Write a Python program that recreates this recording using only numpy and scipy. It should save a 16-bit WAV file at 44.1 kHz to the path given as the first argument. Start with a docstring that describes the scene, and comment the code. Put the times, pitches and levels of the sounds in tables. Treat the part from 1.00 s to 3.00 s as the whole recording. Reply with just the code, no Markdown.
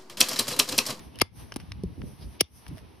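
"""Steel nippers bite through a hoof wall twice, close up and outdoors, over handling rumble and hiss.
A faint creak and clicks lead into the first cut: a swelling tear, a crack of coloured fracture
bursts, then the jaws slam shut with a pitch-dropping thump, a hoof knock and a faint ring of modes.
Taps, clicks and sagging sine bumps follow as the tool is set again, then a sleeve brushes past.
After the second cut come a faint second creak, clicks, bumps and a patter of sparse noise grains."""
import sys
import numpy as np
from scipy import signal
from scipy.fft import rfft, irfft, next_fast_len
from scipy.io import wavfile
from scipy.ndimage import uniform_filter1d, map_coordinates

SR = 44100
rng = np.random.default_rng(int(sys.argv[2]) if len(sys.argv) > 2 else 0)


def wav_record(signal):
    """Record a signal, one row per channel, as 16-bit PCM in the file named by sys.argv[1]."""
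    frames = np.transpose(np.atleast_2d(signal))
    bounded = np.clip(frames, -1, 1)
    # unit amplitude maps onto the largest positive 16-bit level
    quanta = np.round(bounded * 32767).astype(np.int16)
    wavfile.write(sys.argv[1], SR, quanta)


N = 88200
T = np.arange(N) / SR

# moment of each cut: [s]
CUT_TIMES = [0.2160, 1.4087]
# each cut: (tear [dB], tear rise [s], tear tilt [dB/octave], crack [dB], crack hold [s],
#            jaws shut after [s], jaws [dB], thump before doubling [dB], thump start pitch [Hz],
#            thump settling [s], knock [dB], ring [dB])
CUTS = [(-16.5, .003, -1.5, -11, 0.0017, 0.0027, -18.5, -9, 712, 0.0028, -17.5, -45),
        (-18, 0.0031, 1.5, -9.5, 0.00071, 0.002, -14, -11, 635, 0.0046, -27.5, -53)]
# colour of each cut's crack: (frequency [Hz], level [dB])
CRACK_COLOURS = [
    [(300, -16.5), (800, 6.5), (1200, 4.5), (1600, 1.5), (2250, 9), (2900, -2), (4000, -2), (5100, 8.5),
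     (5750, -6), (6400, 0.5), (7100, -6.5), (7600, -14.5), (8400, -2), (11200, 2), (12200, -5.5),
     (13300, -2.5), (14200, -18.5), (15500, -13), (16500, -48)],
    [(300, -30), (1000, -21.5), (1300, -4.5), (2200, 4.5), (2800, 1.5), (3800, -0.5), (4500, 0.5),
     (5300, 7.5), (5700, 9), (6400, 3.5), (7400, -17.5), (8100, -8), (9100, 10.5), (10000, 0), (10500, 8),
     (11900, 2.5), (12800, -9.5), (15500, -0.5), (16500, -24.5)],
]
# resonances that lift every crack's colour: (frequency [Hz], lift [dB])
HORN_RESONANCES = [(2200, 3.5), (2780, 4.5), (3140, 7.5), (4720, 5), (5570, 5.5), (8930, 5.5)]
# colour of the tearing fibres: (frequency [Hz], level [dB])
TEAR_COLOUR = [(200, -13.5), (1000, -4), (1700, -31), (2100, 12.5), (3050, 10), (4000, 5.5), (5300, 7.5),
               (6400, -12), (9000, -17.5), (14000, -30.5), (16500, -45.5)]
# hollow knock of the hoof: (frequency [Hz], level within the knock [dB], t60 [s])
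HOOF_MODES = [(670, -4.5, 0.013), (1180, 3.5, .012)]
# ringing nippers: (frequency [Hz], level within the ring [dB], t60 [s])
STEEL_MODES = [(2087, -12, .09), (3470, -6.5, 0.17), (4640, -2, 0.11), (4900, -12, .13), (10220, -11, .16)]
# phase by which the left channel leads the right: (frequency [Hz], lead [rad])
LEFT_LEAD = [(1000, -0.27), (2500, 0.13), (6500, 1.46), (8500, 1.9), (11500, -1.5), (13000, -3)]
# firm taps of the jaws set on the wall: (time [s], level [dB], decay [s], colour [index])
TAPS = [(0.5211, -29.5, 0.0024, 0), (0.5608, -28, 0.0019, 1), (0.5666, -33, 0.002, 1),
        (0.7193, -28.5, 0.0014, 2)]
# colours of the tapped spots: (frequency [Hz], level [dB])
TAP_COLOURS = [
    [(300, -4), (700, -1.5), (1600, 0), (2200, -4), (3100, -0.5), (3600, -18), (4700, -11), (5400, -1.5),
     (6200, -9), (7100, -38), (9000, -15), (11000, -25), (16000, -34)],
    [(300, -3.5), (1000, 3), (1800, -2.5), (2500, 2.5), (4300, -3), (5400, 3), (7400, -10.5), (10000, 4),
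     (12500, -6), (16000, -13)],
    [(400, -16), (1200, -5), (1750, -5), (2600, 2.5), (3200, -8.5), (3800, -2), (4500, -9.5), (5600, -0.5),
     (7000, -30), (9300, -14.5), (12000, -27), (16000, -40)],
]
# tool clicks and splinters:
# (time [s], level [dB], treble tilt [dB/octave], low edge [Hz], decay [s])
CLICKS = [(0.1575, -40.5, 4, 1500, 0.00084), (0.1881, -33.5, 2.5, 1500, 0.0022),
          (0.1994, -27.5, 0, 2200, 0.001), (0.5404, -41, -0.5, 4000, 0.0024),
          (0.6, -45.5, -1.5, 900, 0.011), (0.8355, -43.5, 2, 4000, 0.0024),
          (1.017, -39.5, -7, 1500, 0.0027), (1.6654, -38, -5, 1330, 0.0014),
          (1.6804, -44.5, 4.5, 3540, 0.0053)]
# shared colour of clicks and chips: (frequency [Hz], level [dB])
CLICK_COLOUR = [(150, -14), (700, 0.5), (1300, 1), (2900, 3.5), (4000, -4), (5500, 2.5), (7300, -21.5),
                (9500, -2.5), (12000, -9.5), (16000, -27.5)]
# patter of loose chips: (time [s], level [dB], swell and fade time constant [s])
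CHIPS = [(1.779, -48, 0.01)]
# soft bumps of tool and arm on the leg:
# (time [s], level [dB], pitch [Hz], decay [s], left channel's lead [rad])
BUMPS = [(0.5609, -22, 836, 0.0025, -1.9), (0.5628, -13.5, 264, 0.0023, 1), (0.636, -31, 170, 0.0057, 0),
         (0.709, -34.5, 105, 0.032, 0), (0.8356, -21, 191.2, 0.013, -0.16),
         (0.8366, -20.5, 392, 0.0044, -0.38), (0.854, -23.5, 66.4, 0.012, 0.4),
         (0.979, -31.5, 286, 0.0063, -0.16), (1.038, -18.5, 172, 0.0028, -0.16),
         (1.255, -34, 66, 0.031, -0.3), (1.712, -34, 285, 0.012, 0.42), (1.727, -25, 148, 0.0072, 0.19),
         (1.77, -45, 668, 0.014, 0.5)]
# faint narrow-band creaks, one before the first cut, one after the second:
# (time [s], level [dB], pitch [Hz], swell and fade time constant [s])
CREAKS = [(0.158, -48, 2970, .006), (1.441, -55.5, 3490, 0.013)]
# sleeve brushing past: (time [s], level [dB], swell and fade time constant [s])
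RUSTLES = [(1.228, -53.5, 0.019)]
# colour of the sleeve: (frequency [Hz], level [dB])
SLEEVE_COLOUR = [(800, -24), (5000, 18), (7000, -16)]
# low handling rumble: (time [s], level [dB])
RUMBLE_LEVEL = [(0, -45), (.12, -47.5), (.16, -55.5), (.21, -40), (.26, -59.5), (.34, -52), (.375, -41),
                (.44, -49), (.51, -48), (.58, -43.5), (.68, -46.5), (.73, -43), (.82, -40.5), (.88, -38),
                (.94, -50.5), (1.0, -39.5), (1.06, -39.5), (1.12, -44), (1.17, -56), (1.23, -36.5),
                (1.32, -51.5), (1.36, -56.5), (1.44, -54), (1.48, -78), (1.53, -52), (1.64, -62),
                (1.69, -38.5), (1.78, -50.5), (1.85, -48.5), (1.92, -57.5), (2, -56.5)]
# colour of the low rumble: (frequency [Hz], level [dB])
RUMBLE_COLOUR = [(20, -30), (33, -22), (60, 0.5), (110, -2), (170, -6), (260, -14), (380, -27), (650, -54),
                 (1500, -80)]
# stereo width of both rumble bands: (frequency [Hz], left-right likeness [0-1])
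RUMBLE_ALIKE = [(60, 0.81), (130, 0.031), (300, 0), (700, 0)]
# low-mid handling rumble: (time [s], level [dB])
LOW_MID_LEVEL = [(0, -51), (.17, -52), (.30, -70), (.42, -54.5), (.60, -57), (.76, -64), (.89, -51),
                 (.94, -57), (1.04, -45), (1.12, -51.5), (1.17, -64), (1.225, -49), (1.31, -60.5),
                 (1.39, -51.5), (1.47, -71.5), (1.62, -66.5), (1.72, -54.5), (1.83, -55.5), (2, -60.5)]
# colour of the low-mid rumble: (frequency [Hz], level [dB])
LOW_MID_COLOUR = [(100, -18.5), (210, 3), (310, 2.5), (450, -2.5), (650, -11), (1200, -48)]
# short echo of the surroundings: (frequency [Hz], t60 [s])
YARD_DECAY = [(200, .1), (2500, 0.31), (6000, 0.2), (12000, 0.085)]
# background hiss: (time [s], middle level [dB], treble level [dB])
HISS_LEVEL = [(0, -50.5, -60.5), (.05, -55, -59), (0.109, -59.5, -69), (0.228, -50, -66),
              (0.304, -73.5, -84), (.36, -61.5, -60), (0.405, -50.5, -52.5), (.46, -57.5, -62.5),
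              (.55, -58.5, -67.5), (.66, -57.5, -67.5), (.79, -59.5, -73), (1.02, -60.5, -68),
              (1.08, -58.5, -57.5), (1.18, -60.5, -65), (1.225, -53.5, -58), (1.27, -61.5, -63.5),
              (1.351, -55.5, -61), (1.432, -64, -81), (1.498, -73.5, -73.5), (1.566, -62.5, -56),
              (1.65, -57, -64.5), (1.711, -55.5, -66.5), (1.78, -59.5, -62.5), (1.83, -58, -70.5),
              (2, -61, -70)]
# colour of the middle hiss: (frequency [Hz], level [dB])
HISS_COLOUR = [(100, -2.5), (330, -3), (560, -6), (900, 0.5), (1400, -9.5), (2600, -9.5), (4200, -14),
               (5800, -17), (6800, -42), (9000, -48.5)]
# stereo width of middle hiss and sleeve: (frequency [Hz], left-right likeness [0-1])
HISS_ALIKE = [(300, 0.062), (700, 0.24), (1400, 0.055), (3500, 0.84), (7000, 0.035)]
# colour of the treble hiss: (frequency [Hz], level [dB])
FIZZ_COLOUR = [(4000, -10.5), (6000, 2.5), (7400, -29.5), (8600, -1), (11000, 3.5), (12200, -1),
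               (13300, -25.5), (15500, -22), (16500, -44.5)]
# stereo width of the treble hiss: (frequency [Hz], left-right likeness [0-1])
FIZZ_ALIKE = [(6000, 0.16), (12000, 0.22)]

ATTACK_S, TILT_PIVOT_HZ = 0.000067, 3500  # shared by cracks, taps and clicks; by tears and clicks
SPLINTER_DB, SPLINTERS_PER_S = 2.5, 1800  # unevenness of the fractures within one burst
CRACK_FALL_S, JAWS_HOLD_S, JAWS_FALL_S, TEAR_FALL_S = 0.00019, 0.0011, 0.0016, 0.003
SPLIT_DB, SPLIT_S = -1, 0.00031  # first split: level over the crack, rise and decay
ECHO_S, ECHO_SHARE = 0.0013, 0.1  # the sole throws the crack back
HORN_HALF_WIDTH_HZ = 100
CUT_ALIKE, TEAR_ALIKE = 0.64, 0.36
CUT_PAN_DB, KNOCK_PAN_DB = -0.5, 4.5  # left over right
THUMP_END_HZ, THUMP_RISE_S, THUMP_FALL_S = 80, 0.0016, 0.0014
SWAY_DB, SWAY_FALL_S = -19, 0.01  # the leg sways on, relative to the thump
CHIPS_PER_S = 800
BUMP_RISE_S, BUMP_SAG_PER_S = 0.0012, 3.8
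LUMPS_DB = 2.5  # unevenness of the handling
CREAK_HALF_WIDTH = .06  # share of the pitch
YARD_DB = -34.5
LOW_CUT_HZ, TOP_HZ = 31.3, 16900


def amp(db):
    """Decibels to gain."""
    return 10 ** (np.asarray(db) / 20)


def unit(x):
    """Scale to rms 1."""
    return x / np.sqrt(np.mean(x ** 2) + 1e-20)


def pan(db):
    """Left and right gains that differ by db, left louder when positive."""
    return amp([[db / 2], [-db / 2]])


def along(points, hz):
    """Read (Hz, value) points on a log frequency axis."""
    f, v = np.transpose(points)
    return np.interp(np.log(hz + 1), np.log(f + 1), v)


def level_over_time(points):
    """Gain along T from (s, dB) points."""
    return amp(np.interp(T, *np.transpose(points)))


def swell(s, db, width):
    """Gain that swells up to time s and fades at the same speed."""
    return amp(db) * np.exp(-np.abs(T - s) / width)


def tilted(hz, tilt):
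    """Treble tilt in dB, flat below 800 Hz."""
    return tilt * np.log2(np.maximum(hz, 800) / TILT_PIVOT_HZ)


def filtered(x, response):
    """Shape x with a response of frequency."""
    m = next_fast_len(N + SR // 4)
    return irfft(rfft(x, m) * response(np.fft.rfftfreq(m, 1 / SR)), m)[..., :N]


def causal(db, size=1024):
    """Short causal impulse response of energy 1 for a colour db(Hz)."""
    cepstrum = irfft(np.log(amp(db(np.fft.rfftfreq(size, 1 / SR)))))
    # folding the cepstrum gives minimum phase
    cepstrum[1:size // 2] *= 2
    cepstrum[size // 2 + 1:] = 0
    h = irfft(np.exp(rfft(cepstrum)))
    return h / np.linalg.norm(h)


def evened(x, size=61):
    """Smooth out a swarm's broad chance peaks and dips, so that the body sets the colour."""
    z = rfft(x)
    power = np.abs(uniform_filter1d(np.mean(np.abs(z) ** 2, axis=0), size))
    return irfft(z / np.sqrt(power + power.mean() / 20))


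def burst(s, rise, hold, fall, colour, alike, pan_db, size=4096):
    """A swarm of tiny fractures swells up to time s, holds and dies in a coloured body; stereo."""
    start = size // 4
    t = (np.arange(size) - start) / SR
    envelope = np.exp(np.minimum(t, 0) / rise - np.maximum(t - hold, 0) / fall)
    unevenness = np.interp((t - t[0]) * SPLINTERS_PER_S, np.arange(size), rng.standard_normal(size))
    splinters = amp(SPLINTER_DB * unevenness)
    mid, side = rng.choice([-1, 1], (2, size)) * envelope * splinters
    turn = np.arccos(np.clip(alike, -1, 1)) / 2
    pair = np.cos(turn) * mid + np.sin(turn) * side * np.array([[1], [-1]])
    pair = signal.fftconvolve(evened(pair), causal(colour)[None], axes=1)[:, :size]
    pair = unit(pair) * np.sqrt(np.mean(envelope ** 2)) * pan(pan_db)
    return np.pad(pair, ((0, 0), (round(s * SR), N)))[:, start:start + N]


def rush(spectrum, alike):
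    """Coloured stereo noise of rms 1."""
    def mid_side(hz):
        turn = np.arccos(np.clip(along(alike, hz), -1, 1)) / 2
        return amp(along(spectrum, hz)) * [np.cos(turn), np.sin(turn)]
    mid, side = filtered(rng.standard_normal((2, N)), mid_side)
    return unit(np.array([mid + side, mid - side]))


def cuts():
    """Fibres tear, the wall splits and cracks, and the jaws meet with thump, knock and ring."""
    out = np.zeros((2, N))
    for s, row, points in zip(CUT_TIMES, CUTS, CRACK_COLOURS):
        (tear_db, rise, tilt, crack_db, hold, shut, jaws_db,
         thump_db, thump_hz, settling, knock_db, ring_db) = row
        out += crack(s, crack_db, hold, shut, jaws_db, points)
        out += amp(tear_db) * tear(s, rise, tilt)
        out += amp(thump_db) * thump(s + shut, thump_hz, settling)
        out += amp(knock_db) * pan(KNOCK_PAN_DB) * ring(s + shut, HOOF_MODES)
        out += amp(ring_db) * ring(s + shut, STEEL_MODES)
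    return out


def crack(s, crack_db, hold, shut, jaws_db, points):
    """Bursts of crack, first split and shutting jaws excite the horn, and the sole echoes them."""
    def colour(hz):
        peaks = [db / (1 + ((hz - centre) / HORN_HALF_WIDTH_HZ) ** 2) for centre, db in HORN_RESONANCES]
        return along(points, hz) + sum(peaks)
    body = (colour, CUT_ALIKE, CUT_PAN_DB)
    out = amp(crack_db) * burst(s, ATTACK_S, hold, CRACK_FALL_S, *body)
    out += amp(crack_db + SPLIT_DB) * burst(s, SPLIT_S, 0, SPLIT_S, *body)
    out += amp(jaws_db) * burst(s + shut, ATTACK_S, JAWS_HOLD_S, JAWS_FALL_S, *body)
    return filtered(out, lambda hz: 1 + ECHO_SHARE * np.exp(-2j * np.pi * hz * ECHO_S))


def tear(s, rise, tilt):
    """Breaking fibres swell into the cut and die away, well to the left."""
    fibres = lambda hz: along(TEAR_COLOUR, hz) + tilted(hz, tilt)
    return burst(s, rise, 0, TEAR_FALL_S, fibres, TEAR_ALIKE, pan_db=7)


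def thump(s, start_hz, settling):
    """The released hoof jolts: a push whose pitch drops into a slow sway."""
    t = np.maximum(T - s, 0)
    drop_cycles = (start_hz - THUMP_END_HZ) * settling * (1 - np.exp(-t / settling))
    cycles = THUMP_END_HZ * t + drop_cycles
    fade = np.exp(-t / THUMP_FALL_S) + amp(SWAY_DB) * np.exp(-t / SWAY_FALL_S)
    envelope = (1 - np.exp(-t / THUMP_RISE_S)) * fade
    return 2 * envelope * np.sin(2 * np.pi * cycles)


def ring(s, modes):
    """Modes struck at time s, each dying at its own speed."""
    t = np.maximum(T - s, 0)
    return sum(amp(db - 60 * t / t60) * np.sin(2 * np.pi * hz * t) for hz, db, t60 in modes)


def taps():
    """The open jaws are set on the wall; each spot answers with its own colour."""
    out = np.zeros((2, N))
    for s, db, fall, spot in TAPS:
        colour = lambda hz: along(TAP_COLOURS[round(spot)], hz)
        out += amp(db) * burst(s, ATTACK_S, 0, fall, colour, alike=0.82, pan_db=0.5)
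    return out


def clicks():
    """The jaws touch the horn and small splinters give way in short, tilted bursts."""
    out = np.zeros((2, N))
    for s, db, tilt, edge_hz, fall in CLICKS:
        def colour(hz):
            low_edge_loss = 10 * np.log10(1 + (edge_hz / (hz + 200)) ** 4)
            return along(CLICK_COLOUR, hz) + tilted(hz, tilt) - low_edge_loss
        out += amp(db) * burst(s, ATTACK_S, 0, fall, colour, alike=0.61, pan_db=0.5)
    return out


def chips():
    """Loose grains of horn patter down: sparse random impulses through the click colour."""
    grains = rng.standard_normal((2, N)) * (rng.random(N) < CHIPS_PER_S / SR)
    body = causal(lambda hz: along(CLICK_COLOUR, hz))
    patter = unit(signal.fftconvolve(grains, body[None], axes=1)[:, :N])
    return patter * sum(swell(*row) for row in CHIPS)


def bumps():
    """Dull, quickly damped sine knocks that sag slightly in pitch."""
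    out = np.zeros((2, N))
    for s, db, hz, fall, lead in BUMPS:
        t = np.maximum(T - s, 0)
        cycles = hz * (1 - np.exp(-BUMP_SAG_PER_S * t)) / BUMP_SAG_PER_S
        envelope = (1 - np.exp(-t / BUMP_RISE_S)) * np.exp(-t / fall)
        out += amp(db) * envelope * np.sin(2 * np.pi * cycles + [[lead / 2], [-lead / 2]])
    return out


def rubbing():
    """Faint creaks as narrow noise, and a sleeve's brush as broad noise."""
    def narrow(centre):
        resonance = lambda hz: 1 / (1 + ((hz / centre - 1) / CREAK_HALF_WIDTH) ** 2)
        return unit(filtered(rng.standard_normal(N), resonance))
    creaks = sum(swell(s, db, width) * narrow(hz) for s, db, hz, width in CREAKS)
    brush = sum(swell(*row) for row in RUSTLES) * rush(SLEEVE_COLOUR, HISS_ALIKE)
    return creaks + brush


def handling(count=60):
    """Handling rumble as a low and a low-mid noise band that share one lumpy unevenness."""
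    lumps = map_coordinates(rng.standard_normal(count + 1), [np.linspace(0, count, N)])
    lumps = amp(LUMPS_DB * lumps)
    low = level_over_time(RUMBLE_LEVEL) * unit(lumps * rush(RUMBLE_COLOUR, RUMBLE_ALIKE))
    low_mid = level_over_time(LOW_MID_LEVEL) * unit(lumps * rush(LOW_MID_COLOUR, RUMBLE_ALIKE))
    return low + low_mid


def yard(x):
    """A short echo from ground and walls: noise that decays at its own speed in each band."""
    hz, t, z = signal.stft(rng.standard_normal((2, SR // 3)), SR, nperseg=256)
    decay = amp(-60 * t / along(YARD_DECAY, hz)[:, None])
    tail = signal.istft(z * decay, SR, nperseg=256)[1]
    return signal.fftconvolve(x, tail / np.linalg.norm(tail[0]), axes=1)[:, :N]


def hiss():
    """Outdoor air and sleeve rustle as two noise bands; the level dips briefly after each cut."""
    s, middle_db, treble_db = np.transpose(HISS_LEVEL)
    middle = amp(np.interp(T, s, middle_db)) * rush(HISS_COLOUR, HISS_ALIKE)
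    treble = amp(np.interp(T, s, treble_db)) * rush(FIZZ_COLOUR, FIZZ_ALIKE)
    return middle + treble


def scene():
    """Nippers with a phase lead between the channels and an echo, over handling noise and hiss."""
    lead = lambda hz: np.exp(.5j * along(LEFT_LEAD, hz) * np.array([[1], [-1]]))
    tool = filtered(cuts() + taps() + clicks(), lead)
    echo = amp(YARD_DB) * yard(tool)
    return tool + echo + chips() + bumps() + rubbing() + handling() + hiss()


def record(dry):
    """Shed the deepest bass, round the highest peaks and keep almost nothing above the band limit."""
    low_cut = lambda hz: (1j * hz) ** 2 / (LOW_CUT_HZ ** 2 - hz ** 2 + 1j * hz * LOW_CUT_HZ)
    x = filtered(dry, low_cut)
    x = x / (1 + np.abs(x / .85) ** 6) ** (1 / 6)  # peaks stay below .85 here
    return filtered(x, lambda hz: 1 / (1 + (hz / TOP_HZ) ** 200))


dry = scene()
out = record(dry)
wav_record(out)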